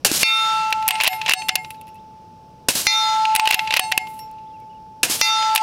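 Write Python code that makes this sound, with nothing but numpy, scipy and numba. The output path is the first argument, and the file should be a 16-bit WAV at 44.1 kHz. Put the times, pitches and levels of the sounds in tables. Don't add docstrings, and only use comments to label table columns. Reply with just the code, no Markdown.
import sys
import numpy as np
from scipy import signal
from scipy.fft import rfft, irfft, next_fast_len
from scipy.io import wavfile
from scipy.ndimage import uniform_filter1d
from numba import njit

SR = 44100
rng = np.random.default_rng(int(sys.argv[2]) if len(sys.argv) > 2 else 0)


def to_wav(s):
    ch = np.atleast_2d(s).T
    pcm = np.round(np.clip(ch, -1, 1) * 32767)
    wavfile.write(sys.argv[1], SR, pcm.astype(np.int16))


N = 247842

# start_s, blast_db, blast_t60_s, thump_db, slap_db, near_echo_db, far_hiss_db, far_t60_s
SHOTS = [(0.048, 5.5, 0.16, -1, -6.5, 5.5, -14, 1.2), (2.6854, 7, 0.068, -20, -33, -4, -18, 0.74),
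         (5.031, 6.5, 0.093, -17, -20, -3.5, -19.5, 0.94)]
# start_s, crack_db, wash_db, wash_t60_s, late_echo_db, late_t60_s
STRIKES = [(0.231, 15, -21, 1.57, -15.5, 0.49), (2.868, 6.5, -21.5, 1.65, -16.5, 0.47),
           (5.213, 7.5, -21, 1.95, -3, 0.21)]
LONG_HZ = [872.7, 1333.3, 3638.]
# time_s, level_db
SWINGS = [
    [(.231, -20), (.87, -19), (1.15, -25.5), (1.4, -27.5), (1.6, -33.5), (1.9, -38), (2.68, -46),
     (2.86, -55)],
    [(2.868, -16), (3.0, -12), (3.15, -14), (3.45, -9.5), (3.65, -22.5), (3.88, -24), (4.15, -32),
     (5.2, -41)],
    [(5.212, -16), (5.3, -12.5), (5.5, -13.5), (5.62, -11)],
]
# rise_db, t60_s, tail_db, tail_t60_s, level_db per strike
BLOOMS = [(16, 1.254, -25.5, 3., -9, -13.5, -11), (4.1, 0.5, -39.5, 1.8, -3, -5.5, -7.5)]
SHORT_HZ = [2047, 2142, 2394, 2701, 4198, 4511, 4604, 4958, 5401, 5880, 6605, 6704, 9738, 13220]
# t60_s, beat_hz, level_db per strike
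SHORT_PARTIALS = [(0.63, 4.1, -22.5, -12.5, -15), (0.8, 1.7, -12, -18, -23), (0.36, 1.2, -7.5, -13.5, -17),
                  (0.85, 2, -6, -21.5, -12.5), (0.79, 5., -19, -10, -16), (0.19, 3.4, -5, -15, -24),
                  (0.77, 2.5, -17, -24.5, -12.5), (0.82, 4.9, -24, -15.5, -12.5),
                  (0.58, 7.5, -16, -16, -16.5), (0.56, 8., -21.5, -12, -11), (0.61, 1.4, -28, -23, -23),
                  (0.99, 4.5, -26, -23, -23), (0.69, 6., -26, -30.5, -30), (.6, 1.6, -40, -38, -40)]

# start_s, level_db
HANDLING = [(0.838, -32), (3.27, -27.5)]
# peak_s, scrape_db, hiss_db
STROKES = [(.93, -42, -52), (1.05, -25, -35), (1.3, -28, -51), (3.53, -16, -51), (3.77, -27.5, -42),
           (5.58, -34, -44.5)]
# start_s, length_s, level_db
RUSTLES = [(.84, 0.99, -58), (3.25, 0.87, -56.5), (4.056, 0.164, -52.5)]
# start_s, level_db, relative_treble_db
CLICKS = [(.705, -38, 8), (0.7256, -3, -14.5), (0.825, -23.5, -14), (0.8789, -7, 8.5), (.886, 0.5, 2),
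          (0.907, 3.5, -7.5), (.954, -20, -22), (1.0014, -7.5, -38.5), (1.0095, -5, -8), (1.0185, -9, -6),
          (1.035, -7.5, 3), (1.044, -4, -6), (1.054, -6, -29), (1.0633, -2, -28), (1.069, 3, -14),
          (1.0759, 12.5, 0), (1.13, -18, -36), (1.2141, -18, -24), (1.261, -13.5, -22.5), (1.28, -14, -14),
          (1.288, -11, -25), (1.294, 4, -8.5), (1.307, 0.5, -21.5), (1.312, 1, -14), (1.3193, 1, -2),
          (1.3353, 13, -3), (1.419, -25, -33), (1.4848, -14, -1), (1.4915, 2.5, -25.5), (1.555, -0.5, -2.5),
          (1.646, -26, -37), (1.7049, -29.5, 3.5), (1.7439, -40.5, -15), (1.812, -40, 5),
          (1.8703, -44.5, -22), (1.879, -51, 6), (1.889, -50.5, 3), (1.954, -54, 4), (3.252, -10, -23),
          (3.3507, -6, 3), (3.3608, 3.5, 1.5), (3.3959, 1, -12), (3.455, -11, -11), (3.474, 1, -13),
          (3.488, -9, -4), (3.5057, -15, 5), (3.5094, 2, -2.5), (3.524, 3, -9), (3.532, -1.5, -17),
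          (3.543, 12, -3.5), (3.592, -9.5, -36.5), (3.674, -20.5, -30), (3.7066, -8.5, -27),
          (3.724, -13.5, -29), (3.7389, 1, -12), (3.7505, -13, -15.5), (3.764, -4, -17), (3.7684, 2.5, -6),
          (3.773, -2.5, -15), (3.794, 6.5, -1.5), (3.8352, -32, -17), (3.916, -17.5, -5),
          (3.921, -1.5, -19), (3.9765, 1, -1.5), (4.0688, -30, -35), (4.1905, -37, 5), (4.383, -48, -24),
          (4.6, -60, 8), (5.425, -11.5, -37), (5.55, -14, 9), (5.559, 8.5, -1.5), (5.572, -7, -18),
          (5.5772, 0, -9)]
# centre_hz, width_hz, relative_db
MID_BANDS = [(810, 270, -10), (1024, 130, -1), (2180, 980, -1.5), (2652, 230, 9.5), (3720, 1200, -6),
             (4074, 1200, -31)]
TREBLE_BANDS = [(8660, 3000, -5), (11020, 1700, 10.5), (14000, 6000, 2)]
# start_s, end_s
CASE_BOUNCES = [(1.6, 2.1), (4.2, 4.4)]
METAL_HZ = [748, 1710, 2132, 2710, 2935, 3795, 4370, 4474, 5190, 5490, 6178, 7104, 7375, 8306, 8352, 9595,
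            10380, 12250]
# t60_s, handle_db, rear_stop_db, breech_db, lugs_db, case_db
METAL_MODES = [(0.12, 4, 13.5, 7.5, 7.5, -43.5), (0.13, -14.5, -5, -9, -11.5, -40),
               (0.24, -3, 2.5, -10.5, 2.5, -10), (0.37, -21.5, -18, -14, -16, -31.5),
               (0.11, -20, -5.5, -9.5, -7, -40), (0.18, -26.5, -10.5, -8.5, -36.5, -40),
               (0.27, -25.5, -19, -11, -25, -40), (0.19, -17.5, -23.5, -11, -15.5, -40),
               (0.21, -22.5, -9.5, -15.5, -17, -29), (0.2, -31.5, -22, -25.5, -31.5, 4.5),
               (0.23, -37, -28.5, -14, -27, -42), (0.14, -15, -11, -29, -22, -29),
               (0.49, -35, -32.5, -28.5, -27, -22), (0.22, -30, -17.5, -10.5, -29, -40),
               (0.18, -5, -25, -29.5, -40, -42), (0.43, -20.5, -28.5, -25.5, -28.5, -33),
               (0.38, -29, -21, -29, -30.5, -26), (0.17, -36.5, -1.5, -31.5, -49, -3)]
# start_s, level_db, free_ring_s
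IMPACTS = [
    [(.886, -16.5, 0.025), (.908, -19.5, 0.1), (3.361, -13, 0.029), (3.396, -21, 0.076),
     (5.56, -18.5, 0.058)],
    [(1.085, -15.5, 0.12), (3.55, -23, .115)],
    [(1.336, -10, 0.24), (3.794, -11.5, 0.12)],
    [(1.49, -23, 0.092), (1.555, -23, .3), (3.921, -26, 0.072), (3.977, -21.5, 0.34)],
    [(1.879, -60, 0.1), (4.19, -39, .3)],
]

# start_s, length_s, first_hz, middle_hz, last_hz, level_db
BIRD_NOTES = [(1.77, .04, 3650, 3840, 3200, -58), (1.82, .04, 3050, 2730, 2450, -60),
              (1.94, 0.043, 2620, 2620, 2780, -54), (1.976, .03, 2800, 3250, 4120, -58.5),
              (4.446, .038, 2750, 3270, 3700, -62), (4.496, 0.027, 3660, 3400, 3030, -61),
              (4.533, 0.044, 2720, 2700, 2260, -55), (4.608, 0.033, 2290, 2250, 2240, -60),
              (4.69, 0.051, 2620, 2940, 2300, -58.5), (4.741, 0.042, 2690, 2920, 2450, -58.5)]
# frequency_hz, relative_density_db
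BLAST_SPECTRUM = [(35, -39.5), (60, -14), (698, -7), (1340, -16.5), (1580, -4.5), (2190, -12), (2650, 1.5),
                  (3190, -11), (3760, -8.5), (11000, -12.5), (16000, -33.5)]
ECHO_SPECTRUM = [(35, -44), (60, -17), (202, -8.5), (732, -11), (882, -9), (1090, -10.5), (1860, -11),
                 (2840, -5), (4970, -3), (11800, -6), (16000, -17.5)]
CRACK_SPECTRUM = [(200, -12), (700, -4.5), (2200, 7), (5000, -2), (16000, -24)]
WASH_SPECTRUM = [(100, -30), (400, -5.5), (1200, 1.5), (3000, 4), (6000, -1), (10000, -13.5),
                 (16000, -26.5)]
LATE_ECHO_SPECTRUM = [(3000, -28), (6000, -7), (9000, 3), (13000, -0.5), (16000, -18.5)]
OUTDOOR_SPECTRUM = [(25, -17), (50, -10), (100, -3.5), (170, -1), (260, -9.5), (500, -11.5), (800, -18),
                    (1300, -25), (2000, -33.5), (2600, -28.5), (4200, -33), (5500, -28.5), (6800, -39.5),
                    (16000, -46.5)]


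def rifle():
    bank_delay_s, strike_delay_s, thump_hz = .067, .184, 310
    gap_db = -10.5
    blast = coloured(BLAST_SPECTRUM)
    hiss = coloured(ECHO_SPECTRUM) * undb(.83 * walk(250) + 1.5 * walk(40))
    out = np.zeros(N)
    for start_s, blast_db, t60_s, thump_db, slap_db, near_db, far_db, far_t60_s in SHOTS:
        bank_s = start_s + bank_delay_s
        t, on = since(start_s)
        bank_t, answered = since(bank_s)
        out += undb(blast_db) * fade(start_s, t60_s, rise_s=.0029) * blast
        out += undb(thump_db) * fade(bank_s, t60_s=.024) * np.sin(2 * np.pi * thump_hz * bank_t)
        slap = undb(slap_db) * fade(bank_s, t60_s=.011, rise_s=.00027)
        near = undb(near_db) * swell(t, rise_db=7, peak_s=.022, t60_s=.045)
        far = (t < strike_delay_s) * undb(far_db + np.where(answered, -60 * bank_t / far_t60_s, gap_db))
        far *= undb(np.interp(t, [.13, .14, strike_delay_s - .028, strike_delay_s], [0, -3.5, -3.5, 3.5]))
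        out += (slap + on * (near + far)) * hiss
    return out


def bullet_strikes():
    crack, wash, late = map(coloured, (CRACK_SPECTRUM, WASH_SPECTRUM, LATE_ECHO_SPECTRUM))
    out = np.zeros(N)
    for start_s, crack_db, wash_db, wash_t60_s, late_db, late_t60_s in STRIKES:
        out += undb(crack_db) * fade(start_s, t60_s=.012, rise_s=.00037) * crack
        out += undb(wash_db) * fade(start_s, wash_t60_s, rise_s=.0297) * wash
        out += undb(late_db) * fade(start_s, late_t60_s, rise_s=.11) * late
    return out


def plate_ring():
    beat_depth, shimmer_db = .72, 1.6
    out = np.zeros(N)
    for strike, ((start_s, *_), swing) in enumerate(zip(STRIKES, SWINGS)):
        t, on = since(start_s)
        gains = [undb(np.interp(t + start_s, *np.transpose(swing), right=-120))]
        for rise_db, t60_s, tail_db, tail_t60_s, *levels_db in BLOOMS:
            bloom = swell(t, rise_db, peak_s=.099, t60_s=t60_s)
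            tail = undb(tail_db - 60 * t / tail_t60_s)
            gains.append(undb(levels_db[strike]) * (bloom + tail))
        for hz, gain in zip(LONG_HZ, gains):
            out += on * gain * np.sin(2 * np.pi * hz * t)
        t = np.arange(int(1.5 * SR)) / SR
        for hz, (t60_s, beat_hz, *levels_db) in zip(SHORT_HZ, SHORT_PARTIALS):
            beat = np.abs(1 + beat_depth * np.exp(2j * np.pi * beat_hz * t))
            gain = undb(levels_db[strike] - 60 * t / t60_s + shimmer_db * walk(20, len(t)))
            add(out, start_s, gain * beat * np.sin(2 * np.pi * hz * t))
    return out


def bolt():
    band_pass = signal.butter(2, (500, 6000), "band", fs=SR, output="sos")
    mids = resonances(signal.sosfilt(band_pass, rng.standard_normal(N)), MID_BANDS)
    mids /= rms(mids.sum(axis=0))
    treble = resonances(rng.standard_normal(N), TREBLE_BANDS).sum(axis=0)
    treble /= rms(treble)
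    return friction(mids.sum(axis=0), treble) + clicks(mids, treble) + case_ticks(treble)


def friction(mid, treble):
    rise_db_per_s, fall_db_per_s = 329, 700.5
    t = np.arange(N) / SR
    scrape = sum(undb(db) * fade(start_s, t60_s=1.89, rise_s=.06) for start_s, db in HANDLING)
    hiss = np.zeros(N)
    for start_s, length_s, level_db in RUSTLES:
        add(hiss, start_s, undb(level_db) * signal.windows.tukey(int(length_s * SR), .3))
    for peak_s, scrape_db, hiss_db in STROKES:
        stroke = undb(np.minimum(rise_db_per_s * (t - peak_s), fall_db_per_s * (peak_s - t)))
        scrape += undb(scrape_db) * stroke
        hiss += undb(hiss_db) * stroke
    return mid * scrape * undb(walk(130)) + treble * hiss * undb(2.2 * walk(65))


def clicks(mids, treble):
    rise_s, t60_s, treble_decay_ratio = .00076, .025, 1.35
    tail_db, tail_t60_s, colour_spread_db = -14, .067, 3.1
    strongest = mids[np.argmax(np.array(MID_BANDS)[:, 2])]
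    colours = undb(colour_spread_db * rng.standard_normal((len(CLICKS), len(mids))))
    out = np.zeros(N)
    for (start_s, level_db, treble_db), colour in zip(CLICKS, colours):
        span = slice(int(start_s * SR), int(start_s * SR) + int(.1 * SR))
        t = np.arange(len(out[span])) / SR
        decay_db = -60 * t / t60_s
        snap = colour @ mids[:, span] * undb(decay_db)
        tail = strongest[span] * undb(tail_db - 60 * t / tail_t60_s)
        edge = treble[span] * undb(treble_db + treble_decay_ratio * decay_db)
        out[span] += undb(level_db) * (1 - np.exp(-t / rise_s)) * (snap + tail + edge)
    return out


def metal_ring():
    rise_s, shimmer_db, damping_s, damped_db = .011, 2.2, .0061, -17.5
    rear_stop, recoil_db, recoil_ring_s = 1, -29.5, .15
    recoils = [(start_s, recoil_db, recoil_ring_s) for start_s, *_ in SHOTS]
    t = np.arange(int(.5 * SR)) / SR
    out = np.zeros(N)
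    for contact, impacts in enumerate(IMPACTS):
        for start_s, level_db, free_s in impacts + (recoils if contact == rear_stop else []):
            ring = np.zeros(len(t))
            for hz, (t60_s, *levels_db) in zip(METAL_HZ, METAL_MODES):
                gain = undb(levels_db[contact] - 60 * t / t60_s + shimmer_db * walk(68, len(t)))
                ring += gain * np.sin(2 * np.pi * hz * t)
            damping_db = np.interp(t, [free_s, free_s + damping_s], [0, damped_db])
            add(out, start_s, undb(level_db + damping_db) * (1 - np.exp(-t / rise_s)) * ring)
    return out


def case_ticks(treble):
    ticks_per_s, floor_db, spread_db = 25, -60.5, 4
    out = np.zeros(N)
    for start_s, end_s in CASE_BOUNCES:
        for position, chance in rng.random((int(ticks_per_s * (end_s - start_s)), 2)):
            tick_s = start_s + position * (end_s - start_s)
            out += undb(floor_db - spread_db * np.log(chance)) * fade(tick_s, t60_s=.012, rise_s=.0005)
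    return out * treble


def bird():
    out = np.zeros(N)
    for start_s, length_s, first_hz, middle_hz, last_hz, level_db in BIRD_NOTES:
        progress = np.arange(0, length_s, 1 / SR) / length_s
        arch_hz = (middle_hz - (first_hz + last_hz) / 2) * (1 - (2 * progress - 1) ** 2)
        pitch_hz = first_hz + (last_hz - first_hz) * progress + arch_hz
        whistle = np.sin(2 * np.pi * np.cumsum(pitch_hz) / SR)
        add(out, start_s, undb(level_db) * signal.windows.tukey(len(whistle), .4) * whistle)
    return out


def outdoors():
    return undb(-48.5 + walk(rate_hz=1.9)) * coloured(OUTDOOR_SPECTRUM)


def undb(db):
    return 10 ** (np.asarray(db) / 20)


def rms(x):
    return np.sqrt(np.mean(x ** 2))


def coloured(spectrum):
    hz, db = np.transpose(spectrum)
    size = next_fast_len(N)
    bins_hz = np.arange(1, size // 2 + 2) * SR / size
    gain = undb(np.interp(np.log(bins_hz), np.log(hz), db))
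    noise = irfft(rfft(rng.standard_normal(size)) * gain, size)[:N]
    return noise / rms(noise)


def resonances(x, bands):
    return np.array([undb(db) * signal.lfilter(*signal.iirpeak(hz, hz / width_hz, fs=SR), x)
                     for hz, width_hz, db in bands])


def since(start_s):
    t = np.arange(N) / SR - start_s
    return np.maximum(t, 0), t >= 0


def fade(start_s, t60_s, rise_s=.00095):
    t, on = since(start_s)
    return on * (1 - np.exp(-t / rise_s)) * undb(-60 * t / t60_s)


def swell(t, rise_db, peak_s, t60_s):
    return undb(np.minimum(rise_db * (t / peak_s - 1), -60 * (t - peak_s) / t60_s))


def add(out, start_s, sound):
    i = int(start_s * SR)
    out[i:i + len(sound)] += sound[:N - i]


def walk(rate_hz, size=N):
    hold = int(SR / rate_hz)
    return uniform_filter1d(np.repeat(rng.standard_normal(size // hold + 1), hold), hold)[:size]


@njit
def limiter(x, threshold, ratio, catch_s, release_s, lag_s):
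    out, envelope, gain = np.empty(len(x)), 0., 1.
    for i in range(len(x)):
        follow_s = catch_s if abs(x[i]) > envelope else release_s
        envelope += (abs(x[i]) - envelope) / (follow_s * SR)
        target = min(1., (threshold / (envelope + 1e-9)) ** (1 - 1 / ratio))
        gain += (target - gain) / (lag_s * SR)
        out[i] = x[i] * gain
    return out


def scene():
    background = outdoors()
    return (rifle() + bullet_strikes() + plate_ring() + bolt() + metal_ring() + bird() + background)[None]


def record(dry):
    mic_hz, top_hz, ceiling = 16100, 15900, .53
    heard = signal.sosfilt(signal.butter(4, mic_hz, fs=SR, output="sos"), dry[0])
    held = limiter(heard, threshold=.2, ratio=7.5, catch_s=.00045, release_s=.015, lag_s=.0019)
    rounded = held / (1 + (np.abs(held) / ceiling) ** 4) ** (1 / 4)
    return signal.sosfilt(signal.ellip(10, .2, 70, top_hz, fs=SR, output="sos"), rounded)[None]


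dry = scene()
out = record(dry)
to_wav(out)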